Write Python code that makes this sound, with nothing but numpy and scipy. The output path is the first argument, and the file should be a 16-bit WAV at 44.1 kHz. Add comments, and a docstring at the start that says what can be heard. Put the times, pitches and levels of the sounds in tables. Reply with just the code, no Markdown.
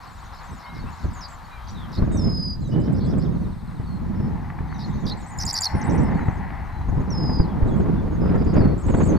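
"""Open grassland on a breezy day, near a distant road. Turbulent eddies press on the microphone as rumble and
crackle, and heavy thumps sound now and then; tyres hum, swelling as cars pass, and the grass hisses faintly. A
blackbird gives two long piercing whistles, swallows twitter and rattle (one passes close), and far songbirds
slur faint notes. Each voice is a tone of the syrinx, modulated in pitch and loudness and scattered by grass and
fence. A few light, dry ticks sound close by."""
import sys
import numpy as np
from scipy import signal
from scipy.fft import rfft, irfft
from scipy.io import wavfile

SR = 44100
rng = np.random.default_rng(int(sys.argv[2]) if len(sys.argv) > 2 else 0)


def wav_out(sig):
    """Save sig, one row per channel (or a flat mono array), as 16-bit PCM at SR to the path in sys.argv[1]."""
    wavfile.write(sys.argv[1], SR, np.round(np.clip(np.atleast_2d(sig).T, -1, 1) * 32767).astype(np.int16))


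N = 404838
TIME = np.arange(N) / SR

# Levels are relative within each table. A balance is the left level minus the right.
# Gust strength. Each row: time in seconds, slow rumble in dB, fast flutter in dB.
GUSTS = [(0.0, -44, -52), (0.46, -39, -52), (0.54, -38, -38), (0.64, -51, -59), (0.74, -37, -41),
         (0.87, -28, -33), (0.97, -47, -57), (1.05, -25, -30), (1.25, -40, -53), (1.63, -39, -54),
         (1.74, -31, -36), (1.94, -38, -39), (1.965, -35, -36), (1.995, -22.5, -24.5), (2.32, -30, -26),
         (2.58, -30, -37), (2.76, -28, -22), (3.25, -28, -24), (3.48, -28, -30), (3.6, -35, -40),
         (4.24, -29.5, -26), (4.55, -32.5, -37), (5.09, -30.5, -29), (5.29, -37.5, -44), (5.45, -27.5, -34),
         (5.67, -45.5, -55), (5.75, -18, -25), (5.8, -35, -31), (5.96, -22, -22), (6.03, -25, -22),
         (6.45, -29, -36), (6.76, -28, -42), (7.01, -21, -25), (7.03, -29, -30), (7.23, -23, -27),
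         (7.59, -29, -30), (7.65, -17, -22), (7.72, -25, -22), (7.95, -24, -24), (8.1, -26, -30),
         (8.33, -22, -20.5), (8.48, -23, -26), (8.58, -21, -19), (8.72, -22, -23), (8.82, -29, -35),
         (8.87, -17, -24), (8.9, -24, -23), (9.02, -22, -21), (9.15, -21, -23.5), (9.18, -28, -25)]
# Side the wind comes from. Each row: time in seconds, relative balance in dB.
WIND_SIDE = [(0, -3), (2, 0), (2.7, -0.02), (3.3, -.5), (4.5, -0.43), (5.7, 0), (6.7, 0), (7.3, 2),
             (7.7, 0), (9.18, 2)]
# Strength of the finest eddies. Each row: time in seconds, level in dB.
RAGGEDNESS = [(0, -4), (1.6, -4), (2.15, 2), (2.62, -7), (2.77, 0), (3.4, -2.5), (3.9, -6), (4.7, -5),
              (5.1, -1), (5.75, -4), (5.95, 3), (6.2, 0), (6.7, -2), (7.6, 2), (8.5, 4), (9.18, 6)]
# Wind spectra, from large eddies to small. Each row: frequency in Hz, spectral density in dB.
RUMBLE_SPECTRUM = [(10, -21), (25, -3.5), (45, -1), (75, 0.5), (115, -6), (170, -21), (400, -43),
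                   (900, -80)]
FLUTTER_SPECTRUM = [(40, -19.5), (100, -4.5), (160, 0.5), (215, -3.5), (300, -13.5), (420, -25),
                    (700, -37.5), (1500, -61), (4000, -85)]
BLUSTER_SPECTRUM = [(90, -29), (200, -4), (280, -1), (380, -5.5), (520, -12), (800, -22.5), (1500, -39.5),
                    (4000, -75)]
RUSH_SPECTRUM = [(150, -27.5), (450, -2.5), (700, -3.5), (1200, -9.5), (2000, -16.5), (3000, -29.5),
                 (6000, -41.5), (12000, -64.5)]
# Phase between the microphone ports. Each row: frequency in Hz, lead of the left in radians.
PORT_PHASE = [(20, 0), (60, -.55), (125, -1.05), (300, -1.5), (500, -1.2), (860, -.5), (2150, -.15)]
# Spectra of the other noises. Each row: frequency in Hz, spectral density in dB.
ROAD_SPECTRUM = [(100, -10), (330, -16), (580, -12), (780, -3), (980, 0.5), (1250, -4), (1550, -8.5),
                 (2000, -12.5), (2600, -21.5), (3500, -26.5), (6000, -46)]
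CAR_SPECTRUM = [(250, -21), (580, -15), (730, -3.5), (850, 2), (1000, -4), (1350, -16.5), (2000, -24),
                (3000, -37), (5000, -58)]
TYRE_SPECTRUM = [(600, -35), (1250, -12), (1600, -3), (2000, 0), (2350, -12), (3000, -24), (5000, -48)]
GRASS_SPECTRUM = [(500, 1.5), (3000, -2.5), (4300, 4.5), (5500, -3), (7000, -6), (8600, -6), (9800, -10.5),
                  (12500, -7.5), (14400, -11), (15200, -18.5)]
CRACKLE_SPECTRUM = [(90, -14), (250, 0), (450, -3), (800, -9), (1500, -17), (2500, -26), (4000, -36),
                    (8000, -55)]
TICK_SPECTRUM = [(500, -15), (1100, 0), (1500, -3), (2000, -1), (2500, -14), (3500, -30), (8000, -60)]
# Envelopes of the far road, the grass and the far birds. Each row: time in seconds, level in dB.
ROAD_LEVEL = [(0, -43.5), (1.95, -43), (2.1, -45.5), (2.55, -52.5), (3.3, -48.5), (4.4, -48), (5.9, -47.5),
              (9.18, -44)]
GRASS_LEVEL = [(0, -58.5), (1.98, -58.5), (2.06, -62), (9.18, -62)]
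CHORUS_LEVEL = [(0, 1.5), (1.1, 1.5), (1.5, -2), (3.2, -2.5), (3.6, -7), (4.6, -6), (4.9, 4), (5.9, 1),
                (6.4, -7), (8.2, -8), (9.18, 0)]
# Nearer cars. Each row: time when closest in seconds, roar in dB, tyre hiss in dB,
# seconds to fall by about 3 dB.
CAR_PASSES = [(4.58, -43.5, -53, 0.3664), (5.93, -34.3, -41, 0.3258), (6.3, -42, -52, 0.1265),
              (6.5, -54, -47, .12), (7.25, -40.5, -59, 0.4377)]
# Lone gliding notes. Each row: start and length in seconds, first and last pitch in Hz,
# level in dB, bend (positive glides early, negative late).
SLURS = [(.625, 0.22, 2143, 2137, -54, 1), (.66, .06, 3650, 3950, -58, 1), (.66, .05, 3020, 3130, -59, 1),
         (.86, .04, 2500, 2750, -57, 1), (1.13, .025, 8900, 6850, -53, 2.5),
         (1.147, .062, 6950, 6430, -54, 1.2), (1.207, .006, 6900, 5450, -46, 1),
         (1.211, 0.064, 5560, 4650, -44, .5), (1.212, 0.06, 5230, 4130, -47, 0.3),
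         (1.222, .045, 3780, 4050, -55, 1), (1.281, .013, 5200, 8300, -55, .5),
         (1.511, 0.084, 2463, 2280, -53, -0.5), (1.56, .22, 3200, 3270, -63, 1),
         (1.681, 0.0227, 7000, 5680, -49, 5), (1.697, 0.02, 5670, 8690, -57, -.5),
         (1.51, .055, 3850, 3970, -58, 1), (2.112, 0.162, 3782, 3558, -58, 1),
         (2.115, .065, 6780, 6620, -58, 1), (2.459, 0.0827, 4850, 4570, -50, 2),
         (2.615, 0.088, 4260, 3762, -56.5, 1.5), (2.714, 0.079, 2936, 2980, -54.5, 2),
         (2.79, .14, 2980, 3100, -62, 1), (3.021, 0.158, 3392, 3510, -64, -0.5),
         (3.86, .15, 4538, 4152, -59, 2.5), (4.149, 0.158, 5310, 5222, -65.5, 0.5),
         (5.656, 0.022, 4700, 4180, -25, 2), (5.682, 0.118, 5610, 5560, -58, 1),
         (6.14, .05, 4450, 4350, -62, 1), (6.19, .11, 4080, 3830, -65, 1), (6.68, .2, 4090, 3990, -66, 2),
         (6.882, .025, 6650, 6550, -60, 1), (7.0, .02, 6600, 6650, -62, 1),
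         (7.7, 0.065, 3480, 3250, -60, 1.5), (7.96, .055, 3600, 3430, -62, 1),
         (8.115, .06, 6700, 6520, -65, 1), (8.208, 0.125, 5110, 4920, -60, 1.5),
         (8.608, .022, 4470, 4380, -51, 1), (8.632, .035, 4450, 4330, -55, 1),
         (8.672, .022, 4400, 4320, -55, 1), (8.7, .04, 4420, 4330, -59, 1),
         (9.088, .03, 6550, 5950, -50, .3), (6.03, .07, 5500, 5150, -60, 1),
         (7.485, .055, 3450, 3200, -62, .3)]
# Lone trills. Each row: start and length in seconds, first and last pitch in Hz, level in dB,
# sweeps per second, sweep depth as a share of the pitch.
TRILLS = [(1.737, .132, 4042, 3113, -52, 140, .07), (1.28, 0.079, 7820, 7150, -57, 297, 0.087),
          (1.669, 0.042, 4603, 4326, -51, 86, 0.56), (2.113, .07, 8250, 7900, -53, 260, .16),
          (2.999, 0.072, 4405, 4183, -52.5, 223, 0.19), (3.298, 0.75, 8550, 8430, -73, 65, 0.212),
          (4.69, .055, 4350, 4350, -60, 115, .15), (4.738, .035, 6100, 5900, -58, 55, .2),
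          (4.738, .04, 3950, 3750, -57, 55, .15), (5.003, .014, 6800, 6800, -59, 140, .25),
          (5.751, 0.0624, 10000, 8630, -56.5, 240, 0.081), (7.418, .046, 4850, 3950, -54, 200, .12),
          (7.678, .025, 4050, 3550, -58, 200, .12)]
# A far bird's pips. Each row: start in seconds, level in dB.
PIPS = [(.005, -61), (.2, -60), (.925, -60), (1.44, -58), (8.968, -57), (9.03, -57), (9.16, -51)]
# One beat of a rattle. Each row: share of the beat, pitch factor, amplitude from 0 to 1.
RATTLE_BEAT = [(0, 1.24, .05), (.11, 1.1, .75), (.24, .76, .3), (.31, 1.24, .75), (.42, 1.1, 1),
               (.62, .97, .6), (.82, .96, .3), (1, 1.05, .03)]
# Swallows' alarms. Each row: start and rattle length in seconds, pitch in Hz, level in dB.
ALARMS = [(.02, .046, 4950, -59), (.333, .05, 4950, -55.5), (.59, .046, 4950, -56.5),
          (.745, .046, 4900, -55), (.98, .046, 4950, -59), (1.926, .046, 4750, -46.5),
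          (4.789, .046, 4750, -46.5), (5.063, .046, 4650, -37.5)]
# Swallows' twitter. Each row: start in seconds, level in dB, pitch factor.
TWITTERS = [(.062, -65, 1.03), (.127, -64, 1), (.192, -65, 0.99), (.428, -59, 0.92), (.505, -60, 1.024),
            (.857, -66, 1.017), (.93, -65, 0.97), (1.01, -64.5, 0.93), (2.18, -61.5, 1.0),
            (2.6, -62, 0.925), (4.87, -66, .94), (5.168, -56.5, 1.01), (5.26, -51.5, 1.02),
            (6.145, -67, .97), (6.228, -67, .96), (6.31, -66, .96), (7.665, -64.5, 0.98),
            (7.755, -65, 0.99), (8.775, -54, 0.985), (8.861, -51.5, 0.98), (8.945, -49.5, 0.98),
            (9.028, -46, 0.976)]
# Far birds' repeated calls. Each row: start in seconds, number of syllables, spacing in seconds.
CHIP_RUNS = [(.082, 5, .079), (3.35, 7, .08)]
SONG_RUN = (2.707, 5, .1255)
SPARROW_RUN = (8.367, 3, .092)
# Swell of those runs. Each pair: first and last level in dB.
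SONG_DB, SPARROW_DB, CHIP_DB = (-58, -53), (-58, -51), [(-63, -59), (-64, -64)]
# Single thumps. Each row: time in seconds, level in dB, balance in dB, width in seconds.
THUMPS = [(0.522, -25, 2, .003), (1.045, -14.5, -0.5, .0038), (2.021, -8, 6.0, .0036),
          (2.159, -11, 0, .0025), (3.798, -20, 0, .002), (4.199, -16, -1, .002), (4.605, -19, 0, .002),
          (5.748, -9, 1.5, .003), (6.285, -11, 4, .002), (6.887, -14, 2, .003), (7.294, -9.5, 1.5, .0018),
          (7.398, -6, 2, .002), (7.625, -9, -1, .005), (8.255, -11, 0, .002), (8.357, -9, 0, .0012),
          (8.566, -5.5, -3.5, .0014), (8.606, -6.5, 2, .0013), (8.655, -11, 2, .002), (8.941, -11, 0, .002)]
# Tearing gusts. Each row: start and length in seconds, level in dB, upper edge in Hz.
CRACKLES = [(2.112, .025, -34, 3000), (6.951, .014, -36, 2500), (7.113, .016, -32, 1800),
            (7.292, .016, -28, 900), (7.393, .02, -19.5, 950), (7.66, .15, -31, 1300),
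            (8.233, .013, -28, 1800), (8.254, .013, -29, 1400), (8.274, .045, -34, 3500),
            (8.342, .04, -27, 2200), (8.564, .026, -25, 4500), (8.606, .014, -25, 1200),
            (8.628, .035, -29, 3000), (8.878, .04, -29, 4500), (8.938, .025, -25, 4500),
            (9, .045, -25, 3500), (9.057, .02, -31, 4500)]
# Blackbird whistles. Each row: start and length in seconds, settled pitch in Hz,
# then levels in dB at the start, near the end and of the octave.
WHISTLES = [(2.171, 0.395, 5155, -41.5, -32.5, -69), (7.103, 0.3445, 5173, -39.5, -37.5, -78)]
# Dry ticks close by. Each row: start in seconds, level in dB.
TICKS = [(4.5017, -29), (4.5875, -30), (4.7255, -29.5), (5.7015, -30), (6.1928, -28), (6.2835, -26),
         (6.5051, -28), (6.7246, -34)]
# A close swallow's scolding. Each row: start and rattle length in seconds, pitch in Hz,
# level in dB, level of the opening flicks in dB.
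SCOLDS = [(5.3745, .042, 5150, -31, -48), (5.451, .041, 4900, -28, -29.5),
          (5.5275, .041, 4750, -25.5, -29.5), (5.6062, .03, 4780, -24, -26)]
# Twitter that climbs in three steps. Each row: start in seconds, level in dB.
CLIMBS = [(5.812, -46), (5.895, -48.5), (5.976, -52.5)]


def amp(db):
    """Amplitude grows tenfold with every 20 dB."""
    return 10 ** (np.asarray(db) / 20)


def unit(x):
    """Normalisation to an rms of 1."""
    return x / np.sqrt(np.mean(x ** 2) + 1e-20)


def curves(rows):
    """Linear interpolation gives each column of a table one value per sample."""
    s, *columns = np.transpose(rows)
    return [np.interp(TIME, s, column) for column in columns]


def add(mix, s, sound):
    """Superposition: a sound joins the mix at s seconds."""
    part = mix[..., max(round(s * SR), 0):][..., :sound.shape[-1]]
    part += sound[..., :part.shape[-1]]


def filtered(x, order, hz, kind):
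    """A maximally flat filter passes the low, high or middle band."""
    return signal.sosfilt(signal.butter(order, hz, kind, fs=SR, output="sos"), x)


def drift(size, hz):
    """Noise low-passed near hz is a smooth random motion of rms about 1."""
    padded = size + SR // 10
    rolloff = np.exp(-(np.fft.rfftfreq(padded, 1 / SR) / hz) ** 2)
    return unit(irfft(rfft(rng.standard_normal(padded)) * rolloff))[:size]


def over_frequency(rows, size):
    """Interpolation in log frequency gives one value per spectral bin."""
    hz, values = np.transpose(rows)
    return np.interp(np.log(np.fft.rfftfreq(size, 1 / SR) + 1), np.log(hz), values)


def noise(spectrum, correlation):
    """Partial coherence: two channels of coloured noise share some of their motion."""
    colour = amp(over_frequency(spectrum, N))
    mid, side = irfft(rfft(rng.standard_normal((2, N))) * colour, N)
    side *= np.sqrt((1 - correlation) / (1 + correlation))
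    return unit(np.array([mid + side, mid - side]))


def panned(balance_db):
    """Constant-power panning: left and right gains of fixed total power."""
    gains = amp(np.array([balance_db, -balance_db]).reshape(2, -1) / 2)
    return gains / np.sqrt((gains ** 2).mean(0))


def wind(eddy_db=1.5, eddy_hz=30, full_db=-23, bluster_growth=1.288, rush_growth=1.16):
    """Turbulence shakes each microphone port; harder gusts shed smaller eddies and sound higher."""
    slow_db, fast_db = curves(GUSTS)
    side_db, = curves(WIND_SIDE)
    ragged_db, = curves(RAGGEDNESS)
    shared = drift(N, eddy_hz)
    per_port = np.array([drift(N, 2 * eddy_hz), drift(N, 2 * eddy_hz)])
    eddies = unit(amp(eddy_db * (shared + .841 * per_port)))
    rumble = noise(RUMBLE_SPECTRUM, .75) * amp(slow_db - 1) * panned(side_db + 4)
    flutter = noise(FLUTTER_SPECTRUM, .5) * amp(fast_db + 3)
    excess_db = fast_db - full_db
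    bluster_db = full_db - 5.2 + 1.084 * ragged_db + bluster_growth * excess_db
    bluster = noise(BLUSTER_SPECTRUM, .55) * amp(bluster_db)
    rush = noise(RUSH_SPECTRUM, .55) * amp(full_db - 20 + ragged_db + rush_growth * excess_db)
    # the smallest eddies come in the sharpest bursts
    buffet = flutter * eddies ** .83 + (bluster + rush) * unit(eddies ** 1.63)
    return rumble * np.sqrt(eddies) + buffet * panned(side_db - 3)


def ports(x):
    """Phase difference: low sounds reach the two ports out of step, which widens the wind."""
    lead = over_frequency(PORT_PHASE, N + SR)
    return irfft(rfft(x, N + SR) * np.exp(.5j * np.array([lead, -lead])), N + SR)[:, :N]


def traffic(waver_db=1.3, balance_db=3.5):
    """Tyre noise wavers as it crosses moving air; by spreading, each car fades with its distance."""
    road = noise(ROAD_SPECTRUM, .784) * amp(curves(ROAD_LEVEL)[0] + waver_db * drift(N, 15.5))
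    power = sum(amp([[roar_db], [hiss_db]]) ** 2 / (1 + ((TIME - s) / width) ** 2 / 2) ** 2
                for s, roar_db, hiss_db, width in CAR_PASSES)
    roar, hiss = np.sqrt(power)
    cars = noise(CAR_SPECTRUM, .893) * roar + noise(TYRE_SPECTRUM, .85) * hiss
    cars *= amp(waver_db * drift(N, 28.2))
    return (road + cars) * panned(balance_db)


def grass():
    """Broadband noise: the faint, even hiss of grass."""
    return noise(GRASS_SPECTRUM, .88) * amp(curves(GRASS_LEVEL)[0] - .69)


def syrinx(hz, envelope, jitter=.00363):
    """A bird's voice as an oscillator: phase is the integral of a slightly unsteady frequency."""
    unsteady_hz = hz * (1 + jitter * drift(len(hz), 400))
    return np.sqrt(2) * envelope * np.sin(2 * np.pi * np.cumsum(unsteady_hz) / SR)


def slur(length, start_hz, end_hz, db, bend, rise_s=.005, fall_share=.28):
    """An exponential glide: one note that starts quickly and fades at its end."""
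    u = np.arange(0, length, 1 / SR) / length
    pitch = start_hz + (end_hz - start_hz) * np.expm1(-bend * u) / np.expm1(-bend)
    opening = np.minimum(u / min(rise_s / length, fall_share), 1) * np.minimum((1 - u) / fall_share, 1)
    envelope = np.sin(np.pi / 2 * opening) ** 2 * amp(2 * drift(len(u), 70))
    return amp(db) * syrinx(pitch, unit(envelope), jitter=.00714)


def trill(length, start_hz, end_hz, db, rate, depth, jitter=.023):
    """Sawtooth frequency modulation: a run of down-sweeps, the voice shut between them."""
    t = np.arange(0, length, 1 / SR)
    beat = np.cumsum(rate * (1 + .07 * drift(len(t), 120))) / SR % 1
    pitch = np.linspace(start_hz, end_hz, len(t)) * (1 + depth * (.5 - beat))
    envelope = np.sin(np.pi * beat) * signal.windows.tukey(len(t), .3) * amp(1.8 * drift(len(t), 150))
    return amp(db) * syrinx(pitch, unit(envelope), jitter)


def far_chorus(count=640, level_db=-67):
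    """Random superposition: faint chips and buzzes from far birds swell in bouts."""
    out = np.zeros(N)
    bout_db, = curves(CHORUS_LEVEL)
    for when, span, pitch, fall, loud, kind in rng.random((count, 6)):
        hz = 3800 + 3600 * pitch ** 2.6
        db = level_db + bout_db[int(when * N)] + 6 * (loud - .5)
        note = .014 + .035 * span, hz, hz * (1.02 - .22 * fall), db
        sound = slur(*note, bend=1) if kind < .55 else trill(*note, rate=120, depth=.182)
        add(out, when * N / SR, sound)
    return out


def pip(db):
    """A short upward glide. Like every syllable, it is a list of (delay in seconds, sound)."""
    return [(0, slur(.024, 4300, 4500, db, bend=2))]


def rattle(length, hz, db, reach=.95, rasp_db=2.6, hiss_db=-29, beat_hz=94.5, sag=.04):
    """Joint pitch and amplitude modulation: each beat dives, breaks and dives again to the note."""
    t = np.arange(0, length, 1 / SR)
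    beat = (beat_hz * t + .04 * drift(len(t), 120)) % 1
    share, factor, loudness = np.transpose(RATTLE_BEAT)
    depth = np.interp(t, [.007, .011], [.55, 1])  # the first beat is shallow
    sweep = reach * depth * (1 + .18 * drift(len(t), 150))
    pitch = hz * (1 + sweep * (np.interp(beat, share, factor) - 1) + sag * (.5 - t / length))
    pulses = (1 + depth * (np.interp(beat, share, loudness) - 1)) * np.sqrt(depth)
    rasp = amp(rasp_db * np.tanh(drift(len(t), 900)))
    envelope = unit(pulses * rasp * signal.windows.tukey(len(t), .08))
    hiss = filtered(rng.standard_normal(len(t)), 2, [4500, 13000], "band")
    voice = filtered(syrinx(pitch, envelope, jitter=.025), 6, 3600, "high")  # the rattle holds above 3.6 kHz
    return amp(db) * (voice + amp(hiss_db) * unit(hiss * np.sqrt(envelope)))


def alarm(length, hz, db):
    """Biphonation: after a flick, the two sides of the syrinx beat together; a broken note follows."""
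    return [(-.009, slur(.008, 6400, 5200, db - 9, bend=.5)),
            (0, rattle(length, hz, db - 1, reach=.7, rasp_db=5, hiss_db=-21)),
            (.001, trill(length, .84 * hz, .81 * hz, db - 3.5, rate=88, depth=.16, jitter=.04)),
            (.047, trill(.011, .9 * hz, .86 * hz, db + 1.5, rate=180, depth=.2)),
            (.057, slur(.009, .925 * hz, .88 * hz, db + 5, bend=1)),
            (.063, slur(.014, .87 * hz, .895 * hz, db - 5, bend=1))]


def twitter(db, pitch):
    """Rapid frequency modulation: a swallow's double flick, hoarse diving buzz and falling note."""
    return [(.002, trill(.017, 7400 * pitch, 7600 * pitch, db, rate=114, depth=.17, jitter=.04)),
            (.019, trill(.032, 8200 * pitch, 7950 * pitch, db - 2, rate=220, depth=.15, jitter=.045)),
            (.043, slur(.011, 8300 * pitch, 6300 * pitch, db - 1.5, bend=.3)),
            (.053, slur(.034, 6950 * pitch, 6550 * pitch, db - .5, bend=.6))]


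def chip(db):
    """A short downward glide, heard as a chip."""
    return [(.002, slur(.036, 4500, 3400, db, bend=.54))]


def thumps(gain_db=-3, centre_s=.006032):
    """A thump is a bipolar pressure pulse, one pull and push, made ragged by fast noise."""
    out, t = np.zeros((2, N)), np.arange(SR // 16) / SR
    for s, db, balance_db, width in THUMPS:
        u = (t - centre_s) / width
        pulse = u * np.exp((1 - u ** 2) / 2)
        turbulence = .502 * drift(len(t), 345.3) + .0794 * drift(len(t), 1510)
        swell = t / centre_s * np.exp(1 - t / centre_s)
        pressure = (pulse + turbulence * swell) * signal.windows.tukey(len(t), .1)
        add(out, s - centre_s / 2, amp(db + gain_db) * pressure * panned(balance_db))
    return out


def crackles(grain_db=3.5, grain_hz=260):
    """Intermittent turbulence: a tearing gust starts at once and dies in a sputter of small eddies."""
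    out = np.zeros((2, N))
    sputter = noise(CRACKLE_SPECTRUM, .4) * unit(amp(grain_db * np.tanh(drift(N, grain_hz))))
    for s, length, db, edge_hz in CRACKLES:
        t = np.arange(0, 2 * length, 1 / SR)
        envelope = amp(db) * np.interp(t, [0, .003, length / 2, length], [0, 1, .8, 0])
        burst = sputter[:, round(s * SR):][:, :len(t)] * envelope
        add(out, s, filtered(burst, 4, edge_hz, "low"))
    return out


def whistle(length, hz, start_db, end_db, octave_db,
            quiver_hz=38.65, quiver=.0207, throb_db=4, sag=.055, leap=.197):
    """Vibrato and tremolo in step: a blackbird's note leaps up, drops back and sags, quivering."""
    t = np.arange(0, length, 1 / SR)
    u = t / length
    beat = np.cos(2 * np.pi * quiver_hz * t + .2 * drift(len(t), 9.2))
    overshoot = t / .0065 * np.exp(-t / .006)
    settling = .68 * np.exp(-t / .018) * (1 - np.exp(-t / .0018))
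    pitch = hz * (1 + leap * (overshoot + settling) - sag * u + quiver * beat * (1 - .65 * u))
    swell_db = np.interp(u, [0, .75, 1], [start_db, end_db, end_db - 5])
    db = swell_db + throb_db * beat * (1 - .35 * u) + drift(len(t), 25)
    fade = np.minimum(t / .0031, 1) * np.minimum((length - t) / .0304, 1)
    octave = syrinx(2 * pitch, amp(octave_db + throb_db * beat) * fade * (1 - u))
    return syrinx(pitch, amp(db) * fade) + octave


def song_syllable(db):
    """Deep modulation breaks a rising whistle into a buzz, between a high tick and a falling chip."""
    return [(-.034, trill(.025, 7900, 7500, db - 5, rate=110, depth=.138, jitter=.05)),
            (-.017, slur(.022, 4850, 5150, db - 1, bend=-1)),
            (.002, trill(.037, 4950, 5250, db + 1.5, rate=105, depth=.36, jitter=.045)),
            (.035, slur(.028, 4050, 2950, db - 4.5, bend=.465))]


def ticks(gain_db=-2, decay_s=.003, edge_hz=3000):
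    """Exponential decay: each tick is a puff of dull noise that dies in a few milliseconds."""
    envelope = sum(amp(db + gain_db) * np.exp(-abs(TIME - s) / decay_s) * (TIME >= s) for s, db in TICKS)
    return filtered(noise(TICK_SPECTRUM, .7) * envelope, 4, edge_hz, "low")


def haze(length, db, band_hz=(6500, 14000)):
    """Amplitude-modulated noise: the airy rasp around a harsh call."""
    size = round(length * SR)
    air = filtered(rng.standard_normal(size), 2, band_hz, "band")
    return amp(db) * unit(air * signal.windows.tukey(size, .2) * amp(3 * drift(size, 300)))


def scold(length, hz, db, flick_db):
    """Biphonation: between two flicks and a rattle, each side of the syrinx sounds its own pip."""
    return [(0, slur(.003, 9000, 6300, flick_db - 4.5, bend=.1)),
            (.0033, slur(.003, 8700, 6500, flick_db + 1.5, bend=.1)),
            (.0103, slur(.0085, 6850, 7200, db - 1.5, bend=.94)),
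            (.0115, slur(.016, .99 * hz, 1.02 * hz, db - 6, bend=-1.5)),
            (.025, rattle(length, hz, db)),
            (0, haze(length + .027, db - 24))]


def climb(db):
    """A stepped carrier frequency: three short trills, each higher than the last."""
    return [(0, trill(.0211, 6000, 5800, db + 2, rate=95, depth=.255, jitter=.045)),
            (.023, trill(.027, 7450, 7750, db - 3.5, rate=105, depth=.148)),
            (.053, trill(.019, 8650, 8250, db - 4, rate=225, depth=.135, jitter=.05))]


def sparrow_buzz(db):
    """After a high tick, sweeps too fast for the ear to resolve fuse into one level buzz."""
    return [(-.013, trill(.012, 6300, 7200, db - 4, rate=200, depth=.2, jitter=.05)),
            (.0023, trill(.068, 4820, 4900, db, rate=140, depth=.154, jitter=.035))]


def series(start, count, spacing, first_db, last_db):
    """Periodic repetition of a syllable. 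Each row: start in seconds, level in dB."""
    levels = np.linspace(first_db, last_db, round(count))
    return [(start + k * spacing, db) for k, db in enumerate(levels)]


def notes():
    """Calls are sequences of notes; each is yielded as (start in seconds, sound)."""
    for voice, table in (whistle, WHISTLES), (slur, SLURS), (trill, TRILLS):
        for s, *call in table:
            yield s, voice(*call)
    chips = [row for run, swell in zip(CHIP_RUNS, CHIP_DB) for row in series(*run, *swell)]
    calls = [(twitter, TWITTERS), (climb, CLIMBS), (scold, SCOLDS), (alarm, ALARMS), (pip, PIPS),
             (song_syllable, series(*SONG_RUN, *SONG_DB)),
             (sparrow_buzz, series(*SPARROW_RUN, *SPARROW_DB)), (chip, chips)]
    for syllable, table in calls:
        for s, *call in table:
            for delay, sound in syllable(*call):
                yield s + delay, sound


def overtones(x, square=1.3, cube=3.2):
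    """Nonlinearity: loud notes grow harmonics and sum tones, while faint ones stay pure."""
    return x + filtered(square * x ** 2 + cube * x ** 3, 4, 7500, "high")


def field(x, scatter_db, t60):
    """Scattering by grass and fence leaves a short tail that falls 60 dB in t60 seconds."""
    t = np.arange(SR // 2) / SR
    mid, side = rng.standard_normal((2, len(t))) * amp(-60 * t / t60) * (t > .002)
    tail = mid + .94 * side * np.array([[1], [-1]])
    tail /= np.linalg.norm(tail, axis=1, keepdims=True)
    scattered = amp(scatter_db) * signal.fftconvolve(x[None], tail, axes=1)[:, :N]
    return (x * panned(-.8) + scattered) / np.hypot(1, amp(scatter_db))


def birds(near_db=-46):
    """Direct sound dominates the loud, near calls; scattering blurs the fainter, farther ones."""
    near, far = np.zeros(N), np.zeros(N)
    for s, sound in notes():
        add(near if sound.std() > amp(near_db) else far, s, sound)
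    close = field(overtones(near), scatter_db=-19, t60=.38)
    chorus = field(far_chorus(), scatter_db=1, t60=.45)
    return close + field(far, scatter_db=-5.5, t60=.27) + chorus


def scene():
    """Superposition of wind, road, ticks, grass and birds."""
    return ports(wind() + thumps() + crackles() + traffic()) + ticks() + grass() + birds()


def record(dry, edge_hz=15500):
    """Band limiting: a low-pass filter removes the top treble, and both ends are tapered."""
    tapered = dry * signal.windows.tukey(N, .0008)
    lowpass = signal.firwin(511, edge_hz, window=("kaiser", 9), fs=SR)
    return signal.oaconvolve(tapered, lowpass[None], "same", axes=1)


dry = scene()
out = record(dry)
wav_out(out)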